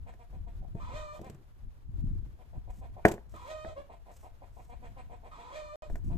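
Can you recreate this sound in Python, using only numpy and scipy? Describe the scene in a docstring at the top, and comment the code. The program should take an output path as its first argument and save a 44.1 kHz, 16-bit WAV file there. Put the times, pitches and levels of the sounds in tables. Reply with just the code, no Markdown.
"""Hens cluck low and fast in a yard; hoarse squawks clear into a held note (pulsed membrane, throat filter).
Close by, a cane drags over a table and drops into a cut plastic bottle with one loud hollow knock,
among softer taps (contact pulses through bottle modes, plus rattle and crack noise).
Fingers hiss along the cane; light wind buffets the microphone over a faint yard hush (shaped noise).
"""
import sys
import numpy as np
from scipy import signal
from scipy.fft import rfft, irfft, next_fast_len
from scipy.io import wavfile

SR = 44100
rng = np.random.default_rng(int(sys.argv[2]) if len(sys.argv) > 2 else 0)


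def dump_mix(stems):
    """Bounce the given channels to the path in sys.argv[1] as a 16-bit WAV at rate SR."""
    frames = np.atleast_2d(stems).T  # one column per channel
    limited = np.clip(frames, -1, 1)  # hard clip at full scale
    pcm = np.round(limited * 32767).astype(np.int16)
    wavfile.write(sys.argv[1], SR, pcm)


N = 272097
T = np.arange(N) / SR
TOP_HZ = 14350  # upper band limit


def undb(db):
    """Decibels to gain."""
    return 10 ** (np.asarray(db) / 20)


def unit(x):
    """Scale to rms 1."""
    return x / (np.sqrt(np.mean(x ** 2)) + 1e-12)


def seconds(length_s):
    """Time axis of one event, in seconds."""
    return np.arange(int(length_s * SR)) / SR


def add(out, start_s, x):
    """Mix x into out from start_s."""
    i = max(int(start_s * SR), 0)
    out[..., i:i + x.shape[-1]] += x[..., :N - i]


def colour(x, outline):
    """Filter by a (Hz, dB) outline, straight over log frequency."""
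    hz, db = np.transpose(outline)
    n = next_fast_len(x.shape[-1])
    f = np.fft.rfftfreq(n, 1 / SR) + 1
    gain = undb(np.interp(np.log(f), np.log(hz), db))
    return irfft(rfft(x, n) * gain, n)[..., :x.shape[-1]]


def wobble(n, hz):
    """Random motion of rms 1, mostly slower than hz."""
    lowpass = signal.butter(2, hz, fs=SR, output="sos")
    settled = signal.sosfilt(lowpass, rng.standard_normal(n + SR // 10))[-n:]
    return unit(settled)


def stereo_noise(n, outline, shared):
    """Coloured noise; shared (0-1) is the power fraction common to both ports."""
    common, *own = rng.standard_normal((3, n))
    shared = np.clip(shared, 0, 1)
    mix = np.sqrt(shared) * common + np.sqrt(1 - shared) * np.array(own)
    return unit(colour(mix, outline))


def ports(x, lag_ms):
    """Delay the left port by lag_ms; a positive lag places the source to the right."""
    left, right = np.broadcast_to(x, (2, N))
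    return np.array([np.interp(T - lag_ms / 1000, T, left), right])


def swell(t, length, rise, fall):
    """Sine-squared opening and closing, all in seconds."""
    opening = np.sin(np.pi / 2 * np.clip(t / rise, 0, 1)) ** 2
    closing = np.sin(np.pi / 2 * np.clip((length - t) / fall, 0, 1)) ** 2
    return opening * closing


def syrinx(hz, rough, jitter, jitter_hz, air):
    """Phase and band-limited pulses of an unevenly beating membrane, with a puff of air each cycle."""
    uneven_hz = hz * (1 + jitter * rough * wobble(len(hz), jitter_hz))
    phase = 2 * np.pi * np.cumsum(uneven_hz) / SR + 1e-6
    count = int(TOP_HZ / np.max(hz))  # harmonics
    pulses = np.sin((count + .5) * phase) / (2 * np.sin(phase / 2)) - .5
    pulses = pulses / np.sqrt(count / 2)
    puffs = air * rough * (1 + np.cos(phase)) * rng.standard_normal(len(hz))
    return phase, pulses + puffs


# Clucks. Each row: start in seconds, length in seconds, nominal pitch in Hz, voice gain in dB,
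# upper-band brightness in dB.
CLUCKS = [(0.055, 0.049, 235.4, -55.5, 1), (0.185, 0.043, 237, -56, -4), (0.319, 0.041, 243.6, -57.5, -5.5),
          (0.461, 0.026, 232, -54.5, -1.5), (.607, 0.044, 218.5, -57, -14), (0.746, .044, 225.8, -54.5, -4),
          (0.883, 0.072, 242, -56.5, 0), (1.223, 0.059, 258.1, -52, -2), (2.381, 0.044, 233.3, -60, -6),
          (2.523, .047, 236.5, -57, -7), (2.67, 0.036, 235.7, -51.5, -9), (2.807, .052, 244.8, -52, -7),
          (2.953, 0.047, 251.8, -48.5, -13.5), (3.887, 0.0545, 241.2, -50.5, -7),
          (4.055, 0.061, 225.2, -53.5, -8), (4.226, 0.049, 226.6, -51.5, -9),
          (4.407, 0.04, 227.8, -53, -9.5), (4.562, 0.042, 219.1, -51, -8), (4.686, 0.054, 242.8, -51.5, -5),
          (4.816, 0.055, 236, -52.5, -0.5), (4.958, 0.052, 259.8, -52.5, 0),
          (5.091, 0.059, 239.6, -50.5, -6), (5.223, .058, 233.5, -52, -6), (5.373, 0.048, 228, -53, -0.5),
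          (5.499, 0.034, 241.5, -61, 8.5), (6.093, 0.044, 244, -50, -8.5)]
# Cluck throat outline. Each row: frequency in Hz, gain in dB.
CLUCK_THROAT = [(150, -20), (240, -5), (450, 1), (720, 5), (1000, -1), (1300, -12.5), (1800, -10.5),
                (2500, -14.5), (3000, -24), (3500, -22.5), (5200, -38), (8000, -29.5), (10000, -45),
                (14000, -38)]
CLUCK_ARCH, CLUCK_ATTACK_S, CLUCK_RELEASE_S = .07, 0.015, 0.019
# roughness is signed: its size grows either side of about -2.6 dB brightness
CLUCK_ROUGH, CLUCK_ROUGH_PER_DB = .7, 0.27


def clucks():
    """Short low calls with varied pitch arch and throat; the beak opens just after the voice starts."""
    out = np.zeros(N)
    variations = rng.standard_normal((len(CLUCKS), 3))
    for (start_s, length_s, hz, db, bright_db), (arch, slope, gape) in zip(CLUCKS, variations):
        t = seconds(length_s + .015)
        u = t / t[-1]
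        bend = (CLUCK_ARCH + .05 * arch) * (np.sin(np.pi * u) - .8) + .06 * slope * (u - .5)
        rough = CLUCK_ROUGH + CLUCK_ROUGH_PER_DB * bright_db
        _, source = syrinx(hz * (1 + bend), rough, jitter=.1, jitter_hz=200, air=.35)
        source = source * undb(1.6 * rough * wobble(len(t), hz=180))
        throat = unit(colour(source, np.array(CLUCK_THROAT) * [1 + .04 * gape, 1]))
        # a half-shut beak narrows the low resonance and hides the upper ones
        shut_db = .45 * min(bright_db, 0)
        body = colour(throat, [(480, shut_db), (720, 0), (1100, shut_db), (1600, -30)])
        body = body * swell(t, t[-1], CLUCK_ATTACK_S, CLUCK_RELEASE_S)
        upper = colour(throat, [(900, -30), (1300, 0)])
        beak = undb(bright_db) * swell(t, t[-1], rise=.032, fall=.024)
        add(out, start_s, undb(db) * (body + beak * upper))
    return out


# Stages shared by all squawks, joined by straight lines: onset, hoarse cry, sag to a growl, pressure
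# builds, breaks upward, clears, held note, tightens, runs out of air, end. Each row: base pitch in Hz,
# roughness 0-1, base fundamental in dB, base second partial in dB, base rasp in dB.
STAGES = [(601.6, 0.71, -63, -55.5, -67), (607.7, .72, -73, -51.5, -67.5), (478.3, .72, -73, -54.5, -68.5),
          (508.6, .68, -57.5, -50.5, -66.5), (623, .55, -47.5, -55, -54.5), (600, 0.27, -52, -51.5, -63.5),
          (593, 0.09, -58.5, -50, -63.5), (615, 0.37, -48.5, -60.5, -63.5), (613, 0.52, -50.5, -55, -64.5),
          (602, 0.83, -62, -69, -79)]
# Squawk rasp outline. Each row: frequency in Hz, gain in dB.
SQUAWK_RASP = [(1200, 2), (1500, 10), (1950, 10), (2200, 9.5), (2500, 5.5), (3000, .5), (3400, 5.5),
               (4500, -3.5), (5300, -8), (7600, -6), (9200, -18.5), (14000, -15)]
CRY_S, SAG_S, BREAK_S, TIGHTEN_S, FADE_S = .028, .068, .028, 0.02, 0.054
SQUAWK_ATTACK_S, SQUAWK_RELEASE_S = 0.0078, .018
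SECOND_HZ, SECOND_PULL = 435, .36  # second membrane's own pitch; how far the first drags it (0-1)


def squawk(start, breaks, clear, tightens, end, growl_db, note_db, raised_hz, favour_db):
    """A long call: two strong partials and a rasp; when hoarse, a second membrane beats against the first."""
    n = int((end - start) * SR)
    t = start + np.arange(n) / SR
    times = [start, start + CRY_S, start + SAG_S, breaks - BREAK_S, breaks + BREAK_S, clear,
             tightens - TIGHTEN_S, tightens + TIGHTEN_S, end - FADE_S, end]
    tracks = (np.interp(t, np.sort(times), column) for column in np.transpose(STAGES))
    hz, rough, low_db, octave_db, rasp_db = tracks
    note = np.interp(t, [breaks - BREAK_S, breaks + BREAK_S], [0, 1])  # 0 growl, 1 note
    hz = hz + raised_hz * note
    phase, source = syrinx(hz, rough, jitter=.04, jitter_hz=80, air=.4)
    second_hz = SECOND_HZ + SECOND_PULL * (hz - SECOND_HZ)
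    second_phase, second = syrinx(second_hz, rough, jitter=.08, jitter_hz=40, air=.2)
    throat_noise = unit(colour(rng.standard_normal(n), [
        (300, -3.5), (500, -18), (800, -0.5), (1000, 4), (1250, 5.0), (1450, -7), (3000, -80)]))
    low = np.sqrt(2) * np.sin(phase) * (1 + 0.76 * rough * wobble(n, hz=122))
    hoarse = np.sqrt(2) * np.sin(2 * second_phase) + 1.1 * throat_noise
    octave = (np.sqrt(2) * np.sin(2 * phase) + rough * hoarse) / np.sqrt(1 + 2 * rough ** 2)
    rasp = unit(colour(source + 1.6 * rough * second, SQUAWK_RASP))
    voice = undb(low_db + favour_db * note) * low
    voice = voice + undb(octave_db - favour_db * note) * octave
    voice = voice + undb(rasp_db) * rasp
    level = undb(growl_db * (0.5 - note) + note_db * note)
    return voice * level * swell(t - start, end - start, SQUAWK_ATTACK_S, SQUAWK_RELEASE_S)


# Squawks. Each row: start, break, clear, tighten and end in seconds, growl-over-note tilt in dB
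# (half added before the break, half taken off after), note gain in dB, note raise in Hz,
# gain in dB added to the note's fundamental and taken off its second partial.
SQUAWKS = [(0.794, 0.938, 1.06, 1.128, 1.2, 2, 1.5, 0.5, -1.5),
           (3.336, 3.485, 3.54, 3.65, 3.745, -0.5, 2, 23, 4),
           (5.309, 5.537, 5.635, 5.725, 5.885, -1.5, -.5, 0, 1)]


def squawks():
    """All long calls, each run through the stages at its own times."""
    out = np.zeros(N)
    for call in SQUAWKS:
        add(out, call[0], squawk(*call))
    return out


# Hoot throat outline. Each row: frequency in Hz, gain in dB.
HOOT_THROAT = [(550, 2), (1100, -4), (1650, -19), (3400, -31.5), (5000, -42), (14000, -52)]
HOOT_S, HOOT_LENGTH_S, HOOT_DB, HOOT_ROUGH = 3.753, .09, -43, 0.53
HOOT_HZ, HOOT_ARCH_HZ = 505, 62.2


def hoot():
    """A short call just after the second squawk; its membrane pitch arches up and back."""
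    out = np.zeros(N)
    t = seconds(HOOT_LENGTH_S)
    hz = HOOT_HZ + HOOT_ARCH_HZ * np.sin(np.pi * t / HOOT_LENGTH_S)
    _, source = syrinx(hz, HOOT_ROUGH, jitter=.04, jitter_hz=80, air=.4)
    voice = undb(HOOT_DB) * unit(colour(source, HOOT_THROAT))
    add(out, HOOT_S, voice * swell(t, HOOT_LENGTH_S, rise=0.025, fall=0.065))
    return out


HEN_LAG_MS = 0.27
REFLECTION_MS, REFLECTION_DB = 3.25, -13.5


def hens():
    """Birds off to the right; one near surface mirrors them and the yard scatters a short echo."""
    voice = clucks() + squawks() + hoot()
    # the head moves, so the reflection sweeps slowly through the overtones
    delay_ms = REFLECTION_MS + .03 * wobble(N, hz=4)
    mirrored = np.interp(T - delay_ms / 1000, T, voice)
    mirrored = colour(mirrored, [(500, -10), (1800, 1), (8000, -1.5)])
    voice = voice + undb(REFLECTION_DB) * mirrored
    t = np.arange(SR // 2) / SR
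    echo = stereo_noise(len(t), [(200, -10.5), (700, -3.5), (1200, -4.5), (3000, 4), (8000, 6),
                                 (14000, -8)], shared=0.19)
    echo *= (undb(-60 * t / .03) + undb(-13.0 - 60 * t / .3)) * (t > .003)
    echo /= np.sqrt(np.sum(echo ** 2) / 2)
    direct = ports(voice, HEN_LAG_MS) * undb([[0], [.9]])
    return direct + undb(1.5) * signal.fftconvolve(voice[None], echo, axes=1)[:, :N]


# Modes of the cut bottle standing on the table. Each row: frequency in Hz, relative level in dB,
# undamped t60 in seconds.
BOTTLE = [(133, -18.5, 0.11), (190.4, -17.5, 0.083), (217.5, -16.5, 0.164), (338, -15.5, 0.17),
          (382.5, -35.5, .2), (422, -14.5, .13), (506, -24, 0.02), (551, -28.5, .13), (615, -15, 0.063),
          (673, -14, 0.11), (704, -27.5, 0.25), (770, -34.5, 0.078), (897, -42.5, 0.12), (1040, -35, 0.053),
          (1140, -41, 0.028), (1524, -26, 0.12), (1586, -20.5, 0.027), (1696, -19.5, .044),
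          (1810, -5.5, .014), (1950, -16.5, .018), (2100, -19, 0.017), (2350, -18, .017)]


def bottle_ring(t):
    """Response of the bottle to a unit push: a wall dent, then modes damped by the cane."""
    ring = -sum(undb(db - 60 * t / t60) * np.sin(2 * np.pi * hz * t) for hz, db, t60 in BOTTLE)
    # the cane stays against the wall and soon damps it
    ring *= 0.56 + .7 * np.exp(-(t / 0.011) ** 2)
    # the ringing takes a moment to spread; first the wall just dents in and springs back
    ring *= 1 - np.exp(-t / .0006)
    dent = (t - .0006) / .00026
    ring += 1.1 * dent * np.exp(-dent ** 2 / 2) * (1 - np.exp(-t / .0002))
    return ring


# Blows on bottle and table. Each row: start in seconds, push gain in dB, contact time in ms,
# crack gain in dB.
BLOWS = [(.138, -46.5, 0.14, -67), (0.7514, -18, 4.2, -68), (1.193, -29.5, 1.43, -76),
         (1.214, -25, 2.4, -56.5), (1.244, -40, 0.8, -59), (1.266, -27, 2.8, -61), (1.298, -27, 2.3, -51),
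         (1.346, -52, 0.91, -61.5), (2.045, -19.5, 10, -71), (3.0518, -.7, 0.15, -34.5),
         (3.081, -41.5, .4, -39), (3.085, -22, 0.32, -36.5), (3.114, -19.5, 1.5, -42.5),
         (3.118, -30.5, 0.55, -39.5), (3.139, -20.5, 2.1, -50), (3.180, -36.5, 0.4, -81),
         (3.34, -35, 1, -70), (3.648, -29.5, .4, -73), (5.899, -30, 0.87, -68), (5.956, -34.5, 0.079, -54)]
# Rattle noise outline. Each row: frequency in Hz, gain in dB.
RATTLE = [(60, -6.5), (200, -15.5), (270, -22), (350, -0.5), (700, -7), (1000, -10.5), (1300, -23),
          (1650, -15.5), (2400, -26.5), (4000, -35.5), (14000, -28)]
# Crack noise outline. Each row: frequency in Hz, gain in dB.
CRACK = [(500, -10), (1800, 0), (2700, 1.5), (4000, -4.5), (5500, -3.5), (7700, 2), (9500, -12.5),
         (12000, -5), (14000, -7)]


def blows():
    """Each contact rings the bottle; a soft one pushes longer and leaves only a thud, a hard one cracks."""
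    t = np.arange(SR // 2) / SR
    ring = bottle_ring(t)
    rattle_fade = undb(-18 - 60 * t / 0.053) + undb(-22.5 - 60 * t / 0.19) + undb(-45.5 - 60 * t / .5)
    rattle_fade = rattle_fade * (1 - np.exp(-t / 0.00067))
    crack_fade = (undb(-60 * t / .028) + undb(-19 - 60 * t / .16)) * (1 - np.exp(-t / .0005))
    direct, scattered, cracks = np.zeros(N), np.zeros((2, N)), np.zeros((2, N))
    for start_s, db, contact_ms, crack_db in BLOWS:
        age = t * 1000 / max(contact_ms, .02)
        push = (age + 1e-3) * np.exp(-5 * age)
        push *= undb(db) / push.sum()
        rattle = stereo_noise(len(t), RATTLE, shared=.65) * rattle_fade
        crack = stereo_noise(len(t), CRACK, shared=0.37) * undb(crack_db) * crack_fade
        add(direct, start_s, signal.fftconvolve(ring, push)[:len(t)])
        add(scattered, start_s, signal.fftconvolve(rattle, push[None], axes=1)[:, :len(t)])
        add(cracks, start_s, crack)
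    # the knock is dimmed around 1.3 kHz and falls away steeply above about 2.5 kHz
    direct = colour(direct, [(850, -1), (1270, -9), (1500, 0.5), (2350, 3.5), (2700, -16), (6000, -20.5)])
    # cracks are about 2 dB louder at the left port than at the right
    return ports(direct + scattered, lag_ms=-.135) + cracks * undb([[1], [-1]])


# Drag noise outline. Each row: frequency in Hz, gain in dB.
DRAG = [(50, -26), (130, 11), (220, -12), (350, -1.5), (600, -20), (1500, -26.5), (5000, -51)]
DRAG_S, DRAG_LENGTH_S, DRAG_DB = 1.3, 0.16, -52


def drag():
    """The cane judders across the table top as it is picked up: a low uneven rumble."""
    out = np.zeros(N)
    t = seconds(DRAG_LENGTH_S)
    rumble = unit(colour(rng.standard_normal(len(t)), DRAG))
    judder = undb(DRAG_DB + 3 * wobble(len(t), hz=60))
    add(out, DRAG_S, rumble * judder * swell(t, DRAG_LENGTH_S, rise=0.015, fall=0.14))
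    return out


# Finger slides on cane and plastic. Each row: start in seconds, length in seconds, level in dB.
SLIDES = [(1.131, 0.097, -69), (2.697, 0.15, -72.5), (3.291, 0.26, -72), (4.11, 0.2, -69.5),
          (4.521, 0.23, -75), (5.893, 0.13, -71.5), (6.039, 0.12, -74.5)]
# Skin noise outline. Each row: frequency in Hz, gain in dB.
SKIN = [(1000, -9), (4400, -15), (5300, -10), (8000, -7), (9500, -15.5), (12000, -15.5), (14000, -12)]


def slides():
    """Skin catches and slips in a thin uneven hiss."""
    out = np.zeros((2, N))
    for start_s, length_s, db in SLIDES:
        t = seconds(length_s)
        hiss = stereo_noise(len(t), SKIN, shared=0.89)
        grip = undb(db + 2.8 * wobble(len(t), hz=45))
        add(out, start_s, hiss * grip * swell(t, length_s, rise=0.0071, fall=0.071))
    return out


# Gusts. Each row: time of peak in seconds, half width in seconds, relative strength in dB.
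GUSTS = [(.02, 0.12, -48.5), (.39, 0.078, -44), (.62, 0.25, -46), (.89, 0.15, -44.5), (1.66, 0.053, -47),
         (2.082, 0.18, -37.5), (2.569, 0.027, -42), (2.809, 0.27, -48.5), (3.331, 0.11, -52.5),
         (3.69, .05, -51), (4.92, 0.35, -51.5), (5.931, 0.045, -37.5), (6.16, 0.15, -35)]
# Single eddies that slap the microphone. Each row: time in seconds, half width in ms, relative peak in dB.
EDDIES = [(0.752, 1.8, -29), (1.895, 1.94, -37), (2.043, 1.78, -23), (2.111, 2.1, -30),
          (5.943, 11.4, -30.5), (6.124, 2.2, -28), (6.157, 1.47, -27.5)]
# Buffet noise outline. Each row: frequency in Hz, gain in dB.
BUFFET = [(10, -6.5), (42, 2), (70, -4), (110, -8), (170, -37.5), (400, -69.5), (1000, -77)]
# Flutter noise outline. Each row: frequency in Hz, gain in dB.
FLUTTER = [(50, -29), (130, 7.5), (220, 0.5), (350, -7.5), (600, -51), (1500, -47.5), (5000, -61.5)]
BREEZE_DB = -58  # relative strength, as for gusts
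FLUTTER_BELOW_DB, FLUTTER_ONSET_DB = 14, -43
FLUTTER_GROWTH = 0.64  # extra dB per dB over the onset


def wind():
    """Gusts out of a light breeze push on each port; strong ones flutter more, and eddies slap."""
    gusts = sum((undb(db) * np.exp(-((T - s) / width) ** 2)) ** 2 for s, width, db in GUSTS)
    db = 10 * np.log10(undb(BREEZE_DB) ** 2 + gusts)
    flutter_db = db - FLUTTER_BELOW_DB + FLUTTER_GROWTH * np.maximum(db - FLUTTER_ONSET_DB, 0)
    buffet = stereo_noise(N, BUFFET, shared=0.13) * undb(db + 5)
    lumps = undb(3.5 * wobble(N, hz=35))
    flutter = stereo_noise(N, FLUTTER, shared=0.93) * undb(flutter_db) * lumps
    slaps = 0
    for s, width_ms, peak_db in EDDIES:
        age = (T - s) * 1000 / width_ms
        slaps = slaps - undb(peak_db) * (1 - age ** 2) * np.exp(-age ** 2 / 2)
    return (buffet + slaps + flutter) * undb([[1.5], [-1.5]])


# Yard hush outline. Each row: frequency in Hz, gain in dB.
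YARD = [(240, -15.5), (400, 1.5), (829, -2.5), (948, -2), (1040, -4), (1480, -6.5), (2460, -13),
        (7170, -21), (9230, -22.5), (14000, -19.5)]
YARD_DB, YARD_LAG_MS = -69.5, .29


def yard():
    """Faint unsteady hush; the part common to both ports reaches the right one first."""
    hush = stereo_noise(N, YARD, shared=0.26) * undb(YARD_DB + 1.9 * wobble(N, hz=17))
    return ports(hush, YARD_LAG_MS)


def scene():
    """Hens, table, fingers and wind over the hush of the yard."""
    return hens() + blows() + drag() + slides() + wind() + yard()


# Pause. Start in seconds, end in seconds.
PAUSE = (5.758, 5.822)


def record(dry):
    """The recorder pauses for an instant, leaving a gap, and a steep low-pass cuts the top."""
    running = (T < PAUSE[0]) | (T > PAUSE[1])
    lowpass = signal.ellip(10, .2, 80, TOP_HZ, fs=SR, output="sos")
    return signal.sosfilt(lowpass, dry * running)


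dry = scene()
out = record(dry)
dump_mix(out)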